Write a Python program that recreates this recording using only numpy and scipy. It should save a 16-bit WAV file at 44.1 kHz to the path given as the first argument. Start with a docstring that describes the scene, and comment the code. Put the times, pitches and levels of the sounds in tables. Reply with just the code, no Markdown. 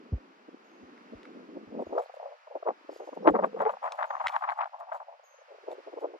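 """A low rumble and a distant town's hum, then a ball's thump, on an artificial pitch in gusty wind.
The microphone is in a camera standing on the turf. Eddies hit its port as short, fluttering puffs
that spit at their crests; the bass thins out while the gusts last, and the strongest gust churns
and booms hollowly. Small birds chirp and whistle far off; light knocks, rustles and scuffs come and go."""
import sys
import numpy as np
from scipy import signal
from scipy.fft import rfft, irfft, next_fast_len
from scipy.io import wavfile
from scipy.ndimage import uniform_filter1d, map_coordinates

SR = 44100
rng = np.random.default_rng(int(sys.argv[2]) if len(sys.argv) > 2 else 0)


def unload_audio(sound):
    """Save the sound as a 16-bit wav file, at the path given as the first command line argument."""
    columns = np.transpose(np.atleast_2d(sound))
    # keep every value between -1 and 1, then stretch to whole-number steps
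    steps = np.round(np.clip(columns, -1, 1) * 32767)
    wavfile.write(sys.argv[1], SR, steps.astype(np.int16))


N = 272979


def amp(db):
    """Decibels to gain."""
    return 10 ** (np.asarray(db) / 20)


def unit(x):
    """Scale to rms 1."""
    return x / np.sqrt(np.mean(x ** 2) + 1e-30)


def along(points, hz):
    """(Hz, value) points read on a log axis."""
    freqs, values = np.transpose(points)
    return np.interp(np.log(hz + 1), np.log(freqs + 1), values)


def wobble(rate, size=N):
    """A smooth random curve, rate knots a second."""
    return map_coordinates(rng.standard_normal(4096), [np.arange(size) * rate / SR], mode="mirror")


def filtered(x, response):
    """x times a complex response of frequency."""
    n = x.shape[-1]
    padded = next_fast_len(n + n // 10)
    return irfft(rfft(x, padded) * response(np.fft.rfftfreq(padded, 1 / SR)), padded)[..., :n]


def noise(size, colour):
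    """Noise of rms 1, coloured by a gain for each frequency."""
    return unit(filtered(rng.standard_normal(size), colour))


def above(hz, edge_hz, steep):
    """Gain of a low cut."""
    return 1 / np.sqrt(1 + (edge_hz / (hz + 1)) ** (2 * steep))


def add(track, s, sound):
    """Mix a sound into a track from time s."""
    start = round(s * SR)
    a, b = max(start, 0), min(start + len(sound), N)
    track[a:b] += sound[a - start:b - start]


def from_left(x, lag_s):
    """A sound that reaches the left port sooner by lag_s (later, if negative)."""
    return filtered(x, lambda hz: np.exp(-2j * np.pi * hz * np.array([[0], [lag_s]])))


# The town's hum and rumble, far beyond the pitch: (frequency [Hz], relative level [dB])
HUM_SPECTRUM = [(150, -3.5), (300, -12.5), (500, -5), (900, -3.5), (1300, -3.5), (2000, -10), (2600, -12.5),
                (3400, -19), (5200, -22.5), (6500, -29.5), (8500, -43), (11500, -43.5), (15000, -50)]
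RUMBLE_SPECTRUM = [(120, 10.5), (220, 3), (330, 0.5), (500, -6.5), (800, -20.5), (1500, -65.5)]
# The rumble's rise and fall: (time [s], level [dB])
RUMBLE_LEVELS = [(0, -47), (.5, -51), (1.4, -44), (2.4, -62.5), (6.19, -63)]
def town(hum_db=-58, waver_db=2.0, flutter_db=3.0):
    """A wide, steady hum from far away to the right, over a low, uneven rumble."""
    def stereo(spectrum, alike):
        mid, side = filtered(rng.standard_normal((2, N)), lambda hz: amp(along(spectrum, hz)))
        side = side * np.sqrt((1 - alike) / (1 + alike))
        return unit(np.array([mid + side, mid - side]))
    hum = stereo(HUM_SPECTRUM, alike=0.39) * amp(hum_db + waver_db * wobble(2.4))
    rumble_db = np.interp(np.arange(N) / SR, *np.transpose(RUMBLE_LEVELS))
    rumble = stereo(RUMBLE_SPECTRUM, alike=1.0) * amp(rumble_db + flutter_db * wobble(13))
    return from_left(hum + rumble, lag_s=-0.00039)


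# Where the bass ends at the microphone, higher in the gusts: (time [s], edge [Hz])
LOW_CUT = [(0, 224), (1.85, 229), (1.94, 287), (1.985, 432), (2.03, 526), (2.1, 540), (2.52, 525),
           (2.565, 292), (2.61, 440), (2.67, 380), (2.71, 230), (3.05, 350), (3.25, 201), (3.6, 234),
           (3.68, 503), (3.9, 560), (4.5, 683), (5.45, 525), (5.62, 340), (6.19, 320)]
def thin_bass(x):
    """Take away what lies under the moving bass edge."""
    hz, times, spectra = signal.stft(x, SR, nperseg=1024, noverlap=768)
    spectra = spectra * above(hz[:, None], np.interp(times, *np.transpose(LOW_CUT)), steep=10.7)
    return signal.istft(spectra, SR, nperseg=1024, noverlap=768)[1][..., :N]


# The ball, near and far on the pitch: (time [s], level [dB], toneless share [0-1])
BALL_THUMPS = [(0.116, -22, 0.16), (0.815, -67, 1), (1.132, -53, 0.9), (1.66, -60, 1), (1.848, -60, 0.9),
               (3.277, -47, 0.75), (4.234, -58, 0.05)]
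def ball_thumps(rest_hz=54, drop_hz=290, settle_s=0.0086, rise_s=0.022, slap_s=0.014, lowest_hz=40):
    """A soft, heavy blow: a slap, then a few uneven, sinking cycles; far ones are mostly toneless."""
    out, t = np.zeros(N), np.arange(SR // 6) / SR
    swell = (t / rise_s * np.exp(1 - t / rise_s)) ** 3
    swell /= 1 + (t / (2.3 * rise_s)) ** 14  # stops short
    contact = (t / slap_s * np.exp(1 - t / slap_s)) ** 2
    def low_noise(top_hz):
        return noise(len(t), lambda hz: above(hz, lowest_hz, steep=2) / (1 + (hz / top_hz) ** 4))
    for s, db, toneless in BALL_THUMPS:
        uneven = np.exp(0.2 * wobble(150, len(t)))
        pitch_hz = (rest_hz + drop_hz * np.exp(-t / settle_s)) * uneven
        tone = np.sin(2 * np.pi * np.cumsum(pitch_hz) / SR)
        body = (1 - toneless) * tone + toneless * low_noise(top_hz=115)
        slap = amp(-16) * contact * low_noise(top_hz=420)
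        add(out, s, amp(db) * (swell * body + slap))
    return signal.sosfilt(signal.butter(3, lowest_hz, "highpass", fs=SR, output="sos"), out)


# Wind at the microphone: (time [s], small-eddy level [dB], reach [Hz])
GUSTS = [(0, -81, 230), (1.2, -47.5, 181), (1.8, -38, 226), (2.25, -40.5, 306), (2.401, -56, 320),
         (3.1, -40.5, 324), (3.351, -42.5, 308), (3.801, -44, 778), (4.55, -43, 783), (4.999, -46.5, 654),
         (5.3, -52, 397), (5.65, -41, 286), (6.19, -44, 253)]
def wind_at(s):
    """Level and reach at time s; the reach sets how far up in pitch the turbulence extends."""
    times, db, reach_hz = np.transpose(GUSTS)
    return np.interp(s, times, db), np.interp(s, times, reach_hz)


def small_eddies(per_s=24, typical_s=0.0095, scatter_db=4):
    """A loose train of weak puffs that follows the wind: (time [s], level [dB], duration [s])."""
    count = int(per_s * N / SR)
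    times = (np.arange(count) + rng.random(count)) / per_s
    louder, longer = rng.standard_normal((count, 2)).T
    levels = wind_at(times)[0] + scatter_db * np.minimum(louder, 1)
    return list(zip(times, levels, typical_s * np.exp(0.79 * longer)))


# How the microphone port colours the air's noise: (frequency [Hz], gain [dB])
PORT_RESPONSE = [(150, 6.5), (250, -10), (330, -7.5), (400, -5.5), (470, 1), (600, 3.5), (900, 8),
                 (1300, 7.5), (2000, 1), (3000, -1), (6000, 7.5)]
def turbulence(size, reach_hz, edge_hz):
    """Swirling air at the port: ever smaller whirls are exponentially weaker."""
    def colour(hz):
        return amp(along(PORT_RESPONSE, hz)) * np.exp(-hz / reach_hz) * above(hz, edge_hz, steep=2.69)
    return noise(size, colour)


USUAL_EDDY_DB, BRIGHTEST_EDDY_DB = -27.5, -15.5  # past the second, an eddy gets no brighter
def eddy(s, db, duration, flutter_db=4.0, db_per_octave=13, lowest_hz=290):
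    """One puff, centred in a quarter second: it swells, crackles and fades, brightest on its crests."""
    t = np.arange(-SR // 8, SR // 8) / SR
    capped_db = min(db, BRIGHTEST_EDDY_DB)
    reach_hz = wind_at(s)[1] * 2 ** ((capped_db - USUAL_EDDY_DB) / db_per_octave)
    edge_hz = max(np.interp(s, *np.transpose(LOW_CUT)), lowest_hz)
    width = duration * np.where(t < 0, 0.91, 1.09)  # rises faster than it falls
    swell = np.exp2(-abs(2 * t / width) ** 1.89 / 2)
    force = swell * amp(flutter_db * np.tanh(wobble(218.55, len(t))))  # small whirls ride the large one
    swirl = turbulence(len(t), 0.79 * reach_hz, edge_hz)
    swirl /= np.sqrt(uniform_filter1d(abs(swirl), size=300))  # evened out, so the force shapes the puff
    crests = unit(force ** 2 * turbulence(len(t), 1.074 * reach_hz, edge_hz))
    puff = unit(force * swirl) + amp(-6) * crests
    puff *= np.linalg.norm(swell) / np.linalg.norm(puff)
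    return amp(db) * puff + amp(capped_db) * crackle(force, reach_hz)


# A snap of air right at the port: (frequency [Hz], relative level [dB])
SNAP_SPECTRUM = [(400, -16.5), (900, 16.5), (1500, 6), (2300, -3.5), (3300, -14), (5000, -30.5),
                 (8000, -60)]
def crackle(force, reach_hz, per_s=300, full_reach_hz=750):
    """Tiny dry snaps at chance moments of a puff, fading out in slow air."""
    ticks = force * (rng.random(len(force)) < per_s / SR) * rng.standard_normal(len(force))
    colour = lambda hz: amp(along(SNAP_SPECTRUM, hz))
    snaps = filtered(ticks, lambda hz: colour(hz) / colour(hz).mean())
    return amp(-11) * min(reach_hz / full_reach_hz, 1) ** 2 * snaps


# Strong eddies striking the microphone: (time [s], level [dB], duration [s])
STRONG_EDDIES = [(0.182, -39, 0.0051), (0.488, -37.5, 0.0054), (0.542, -38, 0.01), (0.829, -40, 0.024),
                 (1.133, -34, 0.014), (1.378, -39, 0.056), (1.452, -39, 0.0058), (1.572, -33.5, 0.024),
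                 (1.723, -40.5, 0.039), (1.749, -33.5, 0.033), (1.78, -30.5, 0.015), (1.799, -28.5, 0.013),
                 (1.823, -30, 0.012), (1.931, -30.5, 0.027), (1.96, -29, 0.024), (1.984, -21.5, 0.0076),
                 (1.995, -25.5, 0.0087), (2.008, -32, 0.023), (2.062, -38, 0.0075), (2.1, -44.5, 0.02),
                 (2.173, -37, 0.011), (2.223, -36.5, 0.028), (2.266, -36.5, 0.031), (2.323, -40, 0.027),
                 (2.477, -38, 0.0057), (2.515, -38.5, 0.014), (2.557, -33, 0.014), (2.566, -34, 0.015),
                 (2.63, -31, 0.0036), (2.666, -28.5, 0.0118), (2.686, -24, 0.022), (2.896, -31.5, 0.0058),
                 (2.963, -42, 0.0072), (3.004, -33.5, 0.0065), (3.03, -38, 0.025), (3.077, -36, 0.0065),
                 (3.134, -30.5, 0.0061), (3.178, -34.5, 0.015), (3.2574, -24, 0.011), (3.281, -13.5, 0.016),
                 (3.299, -22.5, 0.0056), (3.356, -21, 0.015), (3.392, -23, 0.014), (3.41, -32, 0.0049),
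                 (3.441, -20, 0.015), (3.5706, -34, 0.008), (3.6094, -29, 0.0052), (3.61, -23.5, 0.0094),
                 (3.626, -26, 0.014), (3.666, -28, 0.017), (3.699, -29, 0.018), (3.741, -35.5, 0.012),
                 (3.841, -29.5, 0.015), (3.869, -29.5, 0.02), (3.917, -40, 0.022), (3.997, -29, 0.017),
                 (4.015, -30.5, 0.016), (4.027, -38, 0.0067), (4.045, -29.5, 0.012), (4.11, -26.5, 0.0076),
                 (4.137, -33.5, 0.022), (4.153, -29.5, 0.0035), (4.175, -35.5, 0.0089),
                 (4.202, -29, 0.0066), (4.212, -29, 0.014), (4.2463, -29, 0.0093), (4.261, -25.5, 0.0077),
                 (4.299, -35, 0.019), (4.35, -29, 0.03), (4.366, -33.5, 0.0059), (4.413, -36, 0.005),
                 (4.426, -29, 0.0063), (4.445, -28.5, 0.016), (4.487, -28.5, 0.018), (4.52, -29.5, 0.012),
                 (4.594, -29.5, 0.01), (4.615, -27.5, 0.023), (4.636, -34.5, 0.0097),
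                 (4.658, -26.5, 0.0013), (4.675, -38.5, 0.0037), (4.748, -43.5, 0.029), (4.817, -38, 0.03),
                 (4.887, -42, 0.022), (4.925, -29, 0.01), (4.947, -34, 0.024), (5.005, -37.5, 0.0056),
                 (5.017, -42, 0.021), (5.093, -45, 0.015), (5.515, -41.5, 0.0059), (5.546, -42, 0.0084),
                 (5.687, -33, 0.018), (5.722, -34.5, 0.026), (5.88, -36, 0.016), (5.935, -35, 0.013),
                 (5.977, -32, 0.012), (6.04, -28, 0.021), (6.148, -34.5, 0.016)]
# The wind's lead in the right channel: (frequency [Hz], phase [rad])
WIND_RIGHT_LEAD = [(100, 0), (280, 1.21), (550, 1.19), (1200, 1.6), (1550, 3), (2300, 8)]
# The wind's lean to the left: (frequency [Hz], left minus right [dB])
WIND_LEFT_BIAS = [(200, 0), (850, 1.5), (1200, 3.5), (1750, 16.5), (3000, 17)]
def wind(stray_db=-13):
    """Eddies, booms and spits pass one after another; both channels mostly share one port."""
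    air = booms() + spits()
    for s, db, duration in STRONG_EDDIES + small_eddies():
        puff = eddy(s, db, duration)
        add(air, s - len(puff) / SR / 2, puff)
    # a second port feels the same puffs, weaker and with a swirl of its own
    strength = np.sqrt(abs(uniform_filter1d(air ** 2, size=400)))
    stray = amp(stray_db) * strength * turbulence(N, reach_hz=231, edge_hz=110)
    def channels(hz):
        right = amp(-along(WIND_LEFT_BIAS, hz)) * np.exp(1j * along(WIND_RIGHT_LEAD, hz))
        return np.array([np.ones_like(right), right]) * np.sqrt(2 / (1 + abs(right) ** 2))
    return filtered(air, channels) + np.array([stray, -stray])


# Faint rustles in front of the microphone: (time [s], relative level [dB], duration [s])
LONE_RUSTLES = [(1.824, -63, 0.016), (2.015, -59, 0.05), (2.153, -64, 0.02), (2.956, -58.5, 0.052),
                (3.075, -65, 0.035), (3.151, -63.5, 0.016), (3.3, -60, 0.03), (3.455, -61.5, 0.023),
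                (3.611, -62, 0.026), (3.715, -62, 0.026), (3.855, -61, 0.035), (3.975, -60.5, 0.059),
                (4.062, -61, 0.013), (4.324, -58.5, 0.12), (4.518, -61.5, 0.027), (4.582, -64.5, 0.018),
                (4.8, -59, 0.011), (4.956, -59, 0.033), (5.725, -58, 0.021), (6.013, -61, 0.02)]
# Their high, thin colour: (frequency [Hz], relative level [dB])
RUSTLE_SPECTRUM = [(1500, 3), (3500, 12.5), (5500, 2), (7800, 8.5), (9000, -21.5), (10200, 3.5), (12000, 3),
                   (13200, -17.5), (14700, 2), (15500, -13)]
def rustles(grain_db=5, fast_reach_hz=700, hiss_delay_s=0.008, hiss_s=0.018):
    """Brief, grainy hisses: some on their own, and one behind each strong eddy, louder in fast wind."""
    t = np.arange(N) / SR
    hisses = []
    for s, db, _ in STRONG_EDDIES:
        speed_db = 5.5 * np.log2(wind_at(s)[1] / fast_reach_hz)
        hisses.append((s + hiss_delay_s, -76.5 + 0.15 * (db - USUAL_EDDY_DB) + speed_db, hiss_s))
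    swell = sum(amp(db) * np.exp2(-2 * np.minimum(abs(t - s) / duration, 10) ** 2)
                for s, db, duration in LONE_RUSTLES + hisses)
    grains = rng.standard_normal(N) * amp(grain_db * wobble(600))
    return amp(-9) * swell * unit(filtered(grains, lambda hz: amp(along(RUSTLE_SPECTRUM, hz))))


# Small birds, far off: (time [s], duration [s], start pitch [Hz], end pitch [Hz], level [dB])
BIRD_CHIRPS = [(0.43, 0.06, 2800, 3000, -76), (0.49, 0.06, 3380, 3250, -76), (1.06, 0.07, 2600, 2830, -68),
               (6.02, 0.13, 2050, 2230, -72)]
def bird_chirps(quaver=0.015):
    """Each note is one soft, thin glide."""
    out = np.zeros(N)
    for s, duration, from_hz, to_hz, db in BIRD_CHIRPS:
        progress = np.linspace(0, 1, int(duration * SR))
        hz = (from_hz + (to_hz - from_hz) * progress) * (1 + quaver * wobble(400, len(progress)))
        add(out, s, amp(db) * np.sin(np.pi * progress) * np.sin(2 * np.pi * np.cumsum(hz) / SR))
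    return out


# A distant bird's thin whistles: (time [s], duration [s], level [dB])
BIRD_WHISTLES = [(0.632, 0.28, -78), (1.85, 0.18, -77.5), (2.913, 0.25, -72), (4.068, 0.15, -70),
                 (5.232, 0.18, -66.5)]
def bird_whistles(from_hz=6720, toward_hz=6220, upper_ratio=1.85, quaver=0.017, echo_t60_s=0.15):
    """Each whistle drops, levels off and fades, with a faint higher line; fence and walls blur it."""
    out = np.zeros(N)
    for s, duration, db in BIRD_WHISTLES:
        progress = np.linspace(0, 1, int(duration * SR))
        hz = toward_hz + (from_hz - toward_hz) * np.exp(-2.5 * progress)
        hz *= 1 + quaver * wobble(970, len(progress))
        phase = 2 * np.pi * np.cumsum(hz) / SR
        swell = np.minimum(progress / 0.027, 1) * (1 - progress) ** 0.27
        upper = amp(-11) * (1 - progress) * np.sin(upper_ratio * phase)
        add(out, s, amp(db) * swell * (np.sin(phase) + upper))
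    t = np.arange(SR // 3) / SR
    echo = rng.standard_normal((2, len(t))) * amp(-60 * t / echo_t60_s)
    return signal.fftconvolve(out[None], echo / np.linalg.norm(echo[0]), axes=1)[:, :N]


# Light knocks, near the middle: (time [s], level before the band cut [dB], most excited pitch [Hz])
LIGHT_KNOCKS = [(0.977, -49, 1800), (1.231, -46, 3900), (1.2535, -40, 1700), (1.983, -47, 5000),
                (3.9214, -30, 6000), (4.2695, -16, 1500), (4.2817, -25, 2300), (4.2872, -34, 2300),
                (4.2945, -35, 1700), (4.3215, -45, 3500), (4.338, -46, 3900), (4.3605, -42, 3900),
                (5.716, -48, 3900)]
# The case that rings with them: (frequency [Hz], relative level [dB], time to fall 60 dB [s])
CASE_MODES = [(1440, 3, 0.0062), (2226, 4.5, 0.0098), (3170, -3.5, 0.008), (3840, 0, 0.0058),
              (5250, -8.5, 0.01), (7200, -22.5, 0.0087), (11400, -24, .007)]
def knocks(crack_t60_s=0.0088, tail_db=-25, tail_t60_s=0.085, focus_db_per_octave=7):
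    """Hard little contacts without bass: a crack, a short ring and a faint scatter."""
    out, t = np.zeros(N), np.arange(SR // 10) / SR
    for s, db, centre_hz in LIGHT_KNOCKS:
        strike = rng.normal([0, 1], [2, 0.06], (len(CASE_MODES), 2))  # each mode's level and tuning vary
        ring = sum(amp(level + extra_db - 60 * t / t60) * np.sin(2 * np.pi * hz * detune * t)
                   for (hz, level, t60), (extra_db, detune) in zip(CASE_MODES, strike))
        grit = noise(len(t), lambda hz: above(hz, 800, steep=5.8) / (1 + (hz / 3500) ** 2))
        crack = grit * amp(-60 * t / crack_t60_s)
        scatter = grit * amp(tail_db - 60 * t / tail_t60_s)
        hit = (ring + crack + scatter) * (1 - np.exp(-t / 0.0007))
        hit = filtered(hit, lambda hz: amp(-focus_db_per_octave * abs(np.log2((hz + 1) / centre_hz))))
        add(out, s, amp(db) * hit / abs(hit).max())
    return filtered(out, lambda hz: above(hz, 690, steep=9.4) / (1 + (hz / 12500) ** 8))


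# Scuffs from across the pitch: (time [s], level [dB], duration [s], centre [Hz])
TURF_SCUFFS = [(2.07, -67.5, 0.018, 4400), (2.947, -70, 0.052, 5000), (3.07, -74, 0.034, 4970),
               (3.24, -70.5, 0.013, 5300)]
def scuffs(half_width_hz=560, grain_db=3):
    """Scuffed turf gives a brief, narrow, grainy hiss."""
    out, t = np.zeros(N), np.arange(-SR // 8, SR // 8) / SR
    for s, db, duration, centre_hz in TURF_SCUFFS:
        hiss = noise(len(t), lambda hz: 1 / (1 + ((hz - centre_hz) / half_width_hz) ** 4))
        swell = np.exp2(-2 * (t / duration) ** 2)
        add(out, s + t[0], amp(db + grain_db * wobble(200, len(t))) * swell * hiss)
    return out


# The sharpest whirls, right at the port: (time [s], level [dB])
PORT_SPITS = [(2.688, -26), (3.2715, -31), (3.2757, -10.5), (3.2842, -27), (3.289, -22.5), (3.361, -26.5),
              (3.439, -32), (3.4437, -18), (3.593, -31), (3.6039, -29), (3.654, -23.5), (3.6683, -31),
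              (3.695, -21), (4.026, -21.5), (4.0305, -15), (4.106, -34.5), (4.168, -28), (4.365, -14.5),
              (4.4911, -23), (4.4978, -18), (4.506, -22), (4.617, -27), (4.627, -26), (4.644, -24)]
def spits(life_s=0.00062):
    """A whirl collapses within a millisecond or two: a dry snap, brighter than its puff."""
    out, t = np.zeros(N), np.arange(-SR // 50, SR // 50) / SR
    for s, db in PORT_SPITS:
        burst = rng.standard_normal(len(t)) * np.exp(-abs(t) / life_s)
        snap = filtered(burst, lambda hz: amp(along(SNAP_SPECTRUM, hz)))
        add(out, s + t[0], amp(db) * snap / abs(snap).max())
    return out


# The hollow that the strongest gust stirs: (centre [Hz], width [Hz], relative level [dB])
HOLLOW_RESONANCES = [(210.7, 87, 2.5), (280, 60, -13.5), (476, 110, 7.5)]
# Its churning at the microphone: (time [s], level [dB])
CHURN_LEVELS = [(3.1, -86), (3.21, -40.5), (3.29, -30), (3.37, -39), (3.448, -40.5), (3.51, -52.5),
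                (3.6, -44), (3.701, -61), (3.85, -80)]
def churn(flutter_db=1.5):
    """Between its puffs the strongest gust keeps a few low, hollow resonances stirring."""
    def colour(hz):
        return sum(amp(db) / (1 + (2 * (hz - centre) / width) ** 8)
                   for centre, width, db in HOLLOW_RESONANCES)
    level_db = np.interp(np.arange(N) / SR, *np.transpose(CHURN_LEVELS), left=-np.inf, right=-np.inf)
    return amp(level_db + flutter_db * wobble(40)) * noise(N, colour)


# Booms at the port: (time [s], level [dB], duration [s], pitch [Hz], upper partial [dB])
GUST_BOOMS = [(3.2815, -11, 0.0081, 322.5, -17), (3.311, -24.5, 0.012, 298.5, -18),
              (3.361, -23.5, 0.0071, 203.5, -3), (3.549, -27, 0.0063, 460, -25),
              (3.671, -13.5, 0.012, 460, -7)]
def booms(upper_ratio=1.9, waver=0.048):
    """The strongest gust sounds short hollow tones, two unsteady partials each."""
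    out, t = np.zeros(N), np.arange(-SR // 8, SR // 8) / SR
    for s, db, duration, hz, upper_db in GUST_BOOMS:
        phase = 2 * np.pi * np.cumsum(hz * np.exp(waver * wobble(140, len(t)))) / SR
        swell = 1 / np.cosh(2 * t / duration)
        add(out, s + t[0], amp(db) * swell * (np.sin(phase) + amp(upper_db) * np.sin(upper_ratio * phase)))
    return out


def scene():
    """The pitch from turf height: wind and hum, churning to the right, small events near the middle."""
    air = thin_bass(wind() + town())
    ball = ball_thumps()
    right = from_left(churn(), lag_s=-0.00052)
    middle = from_left(knocks() + rustles() + scuffs() + bird_chirps(), lag_s=0.00002)
    return air + ball + right + middle + bird_whistles()


BAND_LIMIT_HZ = 15600
def record(dry):
    """The camera keeps nothing above its band limit."""
    return filtered(dry, lambda hz: hz < BAND_LIMIT_HZ)


dry = scene()
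out = record(dry)
unload_audio(out)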